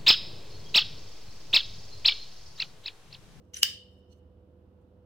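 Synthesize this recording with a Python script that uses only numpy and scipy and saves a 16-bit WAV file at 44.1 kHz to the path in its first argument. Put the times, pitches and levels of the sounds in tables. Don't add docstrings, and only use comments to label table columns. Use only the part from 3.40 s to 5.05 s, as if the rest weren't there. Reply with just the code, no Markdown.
import sys
import numpy as np
from scipy import signal
from scipy.fft import rfft, irfft, next_fast_len
from scipy.io import wavfile
from scipy.ndimage import map_coordinates

SR = 44100
rng = np.random.default_rng(int(sys.argv[2]) if len(sys.argv) > 2 else 0)


def invert_db(x):
    u = np.asarray(x, float) / 20
    return 10 ** u


def wav_record(signal):
    frames = np.transpose(np.atleast_2d(signal))
    bounded = np.clip(frames, -1, 1)
    quanta = np.round(bounded * 32767).astype(np.int16)
    wavfile.write(sys.argv[1], SR, quanta)


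N = 72765
T = np.arange(N) / SR

# (f/Hz, level/dB rms)
HUM_TONES = [(60, -69), (79.6, -62), (99.6, -67), (191, -68), (498.5, -67.5)]
# (f/Hz, level/dB per Hz)
RUMBLE_SPECTRUM = [(15, -45.5), (25, -18.5), (86, 0.5), (145, -9.5), (372, -8.5), (428, -14.5), (499, -10),
                   (556, -15), (1000, -28), (1300, -67), (2200, -120)]
# (f/Hz, level/dB per Hz)
HISS_SPECTRUM = [(590, -31), (1000, -4), (1340, -6), (2230, -18.5), (2980, -13.5), (3230, -17), (7190, -31),
                 (12700, -30), (16000, -30.5)]
# (f/Hz, likeness 0 to 1)
LIKENESS = [(60, 1), (180, 1), (550, 0.57), (1650, 0.085), (4970, 0.02), (15000, 0.02)]

# (t/s, level/dB)
SWING_LEVEL = [
    (.133, -78),
    (.137, -47.5),
    (.147, -51.5),
    (.158, -50),
    (.169, -39.5),
    (.18, -47),
    (.205, -54.5),
    (.222, -57.5),
    (.231, -54),
]
# (f/Hz, width/Hz, level/dB)
SCRAPE_MODES = [(1730, 420, -17), (2980, 130, -5.5), (3865, 500, -15.5), (5600, 1200, -14.5),
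                (8500, 2000, -20), (12300, 1600, -21.5)]
# (t/s, peak level/dB, f/Hz, t60/s, left over right/dB)
STEEL_TICKS = [(.1368, -43, 5900, .02, 4), (.1368, -43, 2950, .025, -4), (.1428, -22, 6100, .012, 5),
               (.1428, -31, 3000, .015, -6), (.1428, -38, 3750, .012, -2), (.163, -36, 5700, .02, 4),
               (.165, -38, 2950, .02, -3), (.1681, -25, 5900, .016, 2), (.1678, -33, 8400, .012, 0),
               (.172, -34, 6200, .015, 3), (.186, -46, 7240, .15, -3), (.2218, -48, 12200, .014, -24),
               (.217, -46, 6100, .06, -12), (.217, -42, 2900, .1, 4), (.2205, -36, 2900, .1, 7),
               (.724, -72, 6110, .05, -8), (.722, -76, 5470, .06, -8), (.726, -74, 4320, .04, -8)]

# (f/Hz, t60/s)
ROOM_DECAY = [(300, .3), (1000, .35), (2000, 0.24), (3000, 0.41), (4200, .4), (5300, 0.3), (8000, .3),
              (15000, .2)]
# (f/Hz, width/Hz, level/dB)
LINGERING = [(1900, 500, -8.5), (2980, 73, -2), (3700, 100, -6), (4329, 150, -12), (5300, 350, -10),
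             (7570, 2500, -20), (13000, 6100, -14.5)]
# (f/Hz, level/dB)
WALL_COLOUR = [(500, -13.5), (1500, 3), (2900, -5), (5300, -4.5), (8500, -9), (9000, -12.5), (16000, -2.5)]

# (t/s, level/dB, t60/s)
BLADE_SONG = [
    (.167, -40, .16),
    (.2308, -47, .31),
]
CONTACT_TIMES = [.2268, .2288, .23015, .23068, .23110, .23172, .23238, .2392, .245, .2525]
# (peak level/dB, left over right/dB)
CONTACT_BLOWS = [
    (-28.5, -6.5),
    (-21.5, -5),
    (-9.5, 0),
    (-5, 6.5),
    (-10.5, 1.5),
    (-10.5, -12.5),
    (-14, -11),
    (-20.5, 2),
    (-24.5, 0),
    (-25.5, -4),
]
# (f/Hz, width/Hz, level/dB)
HANDLE_MODES = [(1620, 300, -19.5), (2944, 170, 1.5), (3668, 250, -8.5), (4238, 430, -11), (5160, 330, -2),
                (6030, 200, -10), (6890, 190, -7.5), (6980, 1200, -12.5), (8450, 660, -12.5),
                (10790, 350, -21), (12443, 650, -17), (14470, 500, -15), (14900, 560, -16)]
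# (f/Hz, level/dB, t60/s)
HAND_THUDS = [(1300, -19.5, .006), (850, -37, 0.0054), (537, -40.5, 0.028), (367, -50.5, .025)]
# (f/Hz, level/dB, t60/s)
BLADE_MODES = [(1577, -44.5, .12), (3690, -48.5, 0.42), (6350, -41.5, .1)]

# (t/s, level/dB, length/s)
GRIP_SHIFTS = [(0.529, -84.5, 0.029), (0.587, -86, 0.023), (0.722, -83, 0.031), (0.78, -86, 0.018),
               (1.42, -91.5, .015)]
# (f/Hz, width/Hz, level/dB)
SKIN_COLOUR = [(3030, 280, 0), (5570, 3000, -1), (8200, 1900, 5), (13300, 5000, -3)]
# (t/s, level/dB)
SLIDE_LEVEL = [(.68, -105), (.70, -84), (.715, -72), (.722, -70.5), (.731, -64), (.742, -80), (.77, -92),
               (.79, -85), (.81, -113)]
# (f/Hz, width/Hz, level/dB)
GRIP_MODES = [(2940, 120, -4.5), (4320, 93, -2.5), (5470, 36, -1.5), (6110, 62, -0.5), (8200, 300, -18.5),
              (12840, 5000, -32.5)]

TICK_RISE_S = .0008


def unit(x):
    return x / np.sqrt(np.mean(x ** 2) + 1e-20)


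def along(points, hz):
    f, value = np.transpose(points)
    return np.interp(np.log(hz + 1), np.log(f + 1), value)


def level_over_time(points, before_db, after_db):
    return invert_db(np.interp(T, *np.transpose(points), left=before_db, right=after_db))


def wobble(rate):
    knots = rng.standard_normal(int(N * rate / SR) + 4)
    return map_coordinates(knots, [T * rate])


def filtered(x, response):
    size = next_fast_len(N + SR // 2)
    spectrum = rfft(x, size) * response(np.fft.rfftfreq(size, 1 / SR))
    return irfft(spectrum, size)[..., :N]


def body(peaks):
    def response(f):
        total = 0
        for k, (centre, width, db) in enumerate(peaks):
            damping = 1j * f * width
            total = total + (-1) ** k * invert_db(db) * damping / (centre ** 2 - f ** 2 + damping)
        return total
    return response


def ring(s, db, hz, t60, rise):
    t = np.maximum(T - s, 0)
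    return invert_db(db - 60 * t / t60) * np.sin(2 * np.pi * hz * t) * (1 - np.exp(-t / rise))


def ports(x, pan_db):
    return x * invert_db(np.array([[.5], [-.5]]) * pan_db)


def left_late(pair, lag_s):
    lags = lag_s * np.array([[1], [0]])
    return filtered(pair, lambda hz: np.exp(-2j * np.pi * hz * lags))


def background():
    sway_db, drift = 1.2, .3
    out = 0
    for hz, db in HUM_TONES:
        level = np.sqrt(2) * invert_db(db + sway_db * wobble(2.3))
        phase = 2 * np.pi * hz * T + 6 * rng.random() + drift * wobble(2.7)
        out = out + level * np.sin(phase)
    for spectrum, db in ((RUMBLE_SPECTRUM, -61), (HISS_SPECTRUM, -79.5)):
        def mid_and_side(hz):
            turn = np.arccos(np.clip(along(LIKENESS, hz), -1, 1)) / 2
            return invert_db(along(spectrum, hz)) * [np.cos(turn), np.sin(turn)]
        mid, side = filtered(rng.standard_normal((2, N)), mid_and_side)
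        out = out + invert_db(db) * unit(np.array([mid + side, mid - side]))
    return ports(out, -3.5)


def pivot_scrape():
    grit_db, grit_rate, apart = 3, 900, 1.1
    rustle_db = -86.5
    grit = invert_db(grit_db * wobble(grit_rate))
    a, b = rng.standard_normal((2, N)) * grit
    pair = np.array([a + apart * b, a - apart * b])
    return unit(filtered(pair, body(SCRAPE_MODES))) * level_over_time(SWING_LEVEL, rustle_db, -140)


def room(x):
    room_db, first_wall_s, late_db, late_longer = -4.5, .004, -15, 3.1
    hz, t, z = signal.stft(rng.standard_normal((2, 2, SR)), SR, nperseg=256)
    fall_db = -60 * t / along(ROOM_DECAY, hz)[:, None]
    near = z[0] * invert_db(fall_db)
    far = z[1] * invert_db(late_db + fall_db / late_longer) * np.abs(body(LINGERING)(hz))[:, None]
    tail = signal.istft(near + far, SR, nperseg=256)[1]
    tail = tail / np.linalg.norm(tail[0])
    late = np.pad(x, (round(first_wall_s * SR), 0))[None]
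    wet = signal.fftconvolve(late, tail, axes=1)[:, :N]
    return filtered(wet, lambda f: invert_db(room_db + along(WALL_COLOUR, f)))


def ticks():
    return sum(ports(ring(*tick, TICK_RISE_S), pan_db) for *tick, pan_db in STEEL_TICKS)


def blade_song():
    return [ring(s, db, 9435, t60, TICK_RISE_S) for s, db, t60 in BLADE_SONG]


def lock():
    crack_db, crack_t60, low_cut_hz, peak_db = -19.5, .0055, 500, -.4
    hit = filtered((T == 0).astype(float), body(HANDLE_MODES))
    hit = hit / np.abs(hit).max()
    out = np.zeros((2, N))
    for s, (db, pan_db) in zip(CONTACT_TIMES, CONTACT_BLOWS):
        bright_noise = np.diff(rng.standard_normal(N + 1))
        crack = invert_db(crack_db - 60 * T / crack_t60) * bright_noise
        start = round(s * SR)
        out[:, start:] += ports(invert_db(db) * (hit + crack), pan_db)[:, :N - start]
    out = filtered(out, lambda hz: (1j * hz / (low_cut_hz + 1j * hz)) ** 2)
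    return invert_db(peak_db) * out / np.abs(out).max()


def thud():
    blow_s = CONTACT_TIMES[3]
    return sum(ring(blow_s, db, hz, t60, .0003) for hz, db, t60 in HAND_THUDS + BLADE_MODES)


def shuffle():
    swell = sum(invert_db(db) * np.exp(-((T - s) / length) ** 2) for s, db, length in GRIP_SHIFTS)
    return swell * unit(filtered(rng.standard_normal((2, N)), body(SKIN_COLOUR)))


def finger():
    rub = unit(filtered(rng.standard_normal((2, N)), body(GRIP_MODES)))
    return ports(rub * level_over_time(SLIDE_LEVEL, -140, -140), -8.5)


def scene():
    lock_lag_s, catch_lag_s = .000315, .00017
    small_room_db = -6.5
    small = pivot_scrape() + ticks() + finger()
    catch_song, lock_song = blade_song()
    snap, dull = lock(), thud()
    direct = left_late(snap + lock_song, lock_lag_s) + left_late(small + dull + catch_song, catch_lag_s)
    into_room = snap.mean(axis=0) + invert_db(small_room_db) * (small.mean(axis=0) + dull)
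    return direct + room(into_room) + background() + shuffle()


def roll_off(x):
    return signal.sosfilt(signal.butter(12, 17020, fs=SR, output="sos"), x)


def record(dry):
    top_hz, steepness = 16250, 60
    mix = filtered(dry, lambda hz: 1 / (1 + (hz / top_hz) ** steepness))
    return roll_off(mix)


dry = scene()
out = record(dry)
wav_record(out)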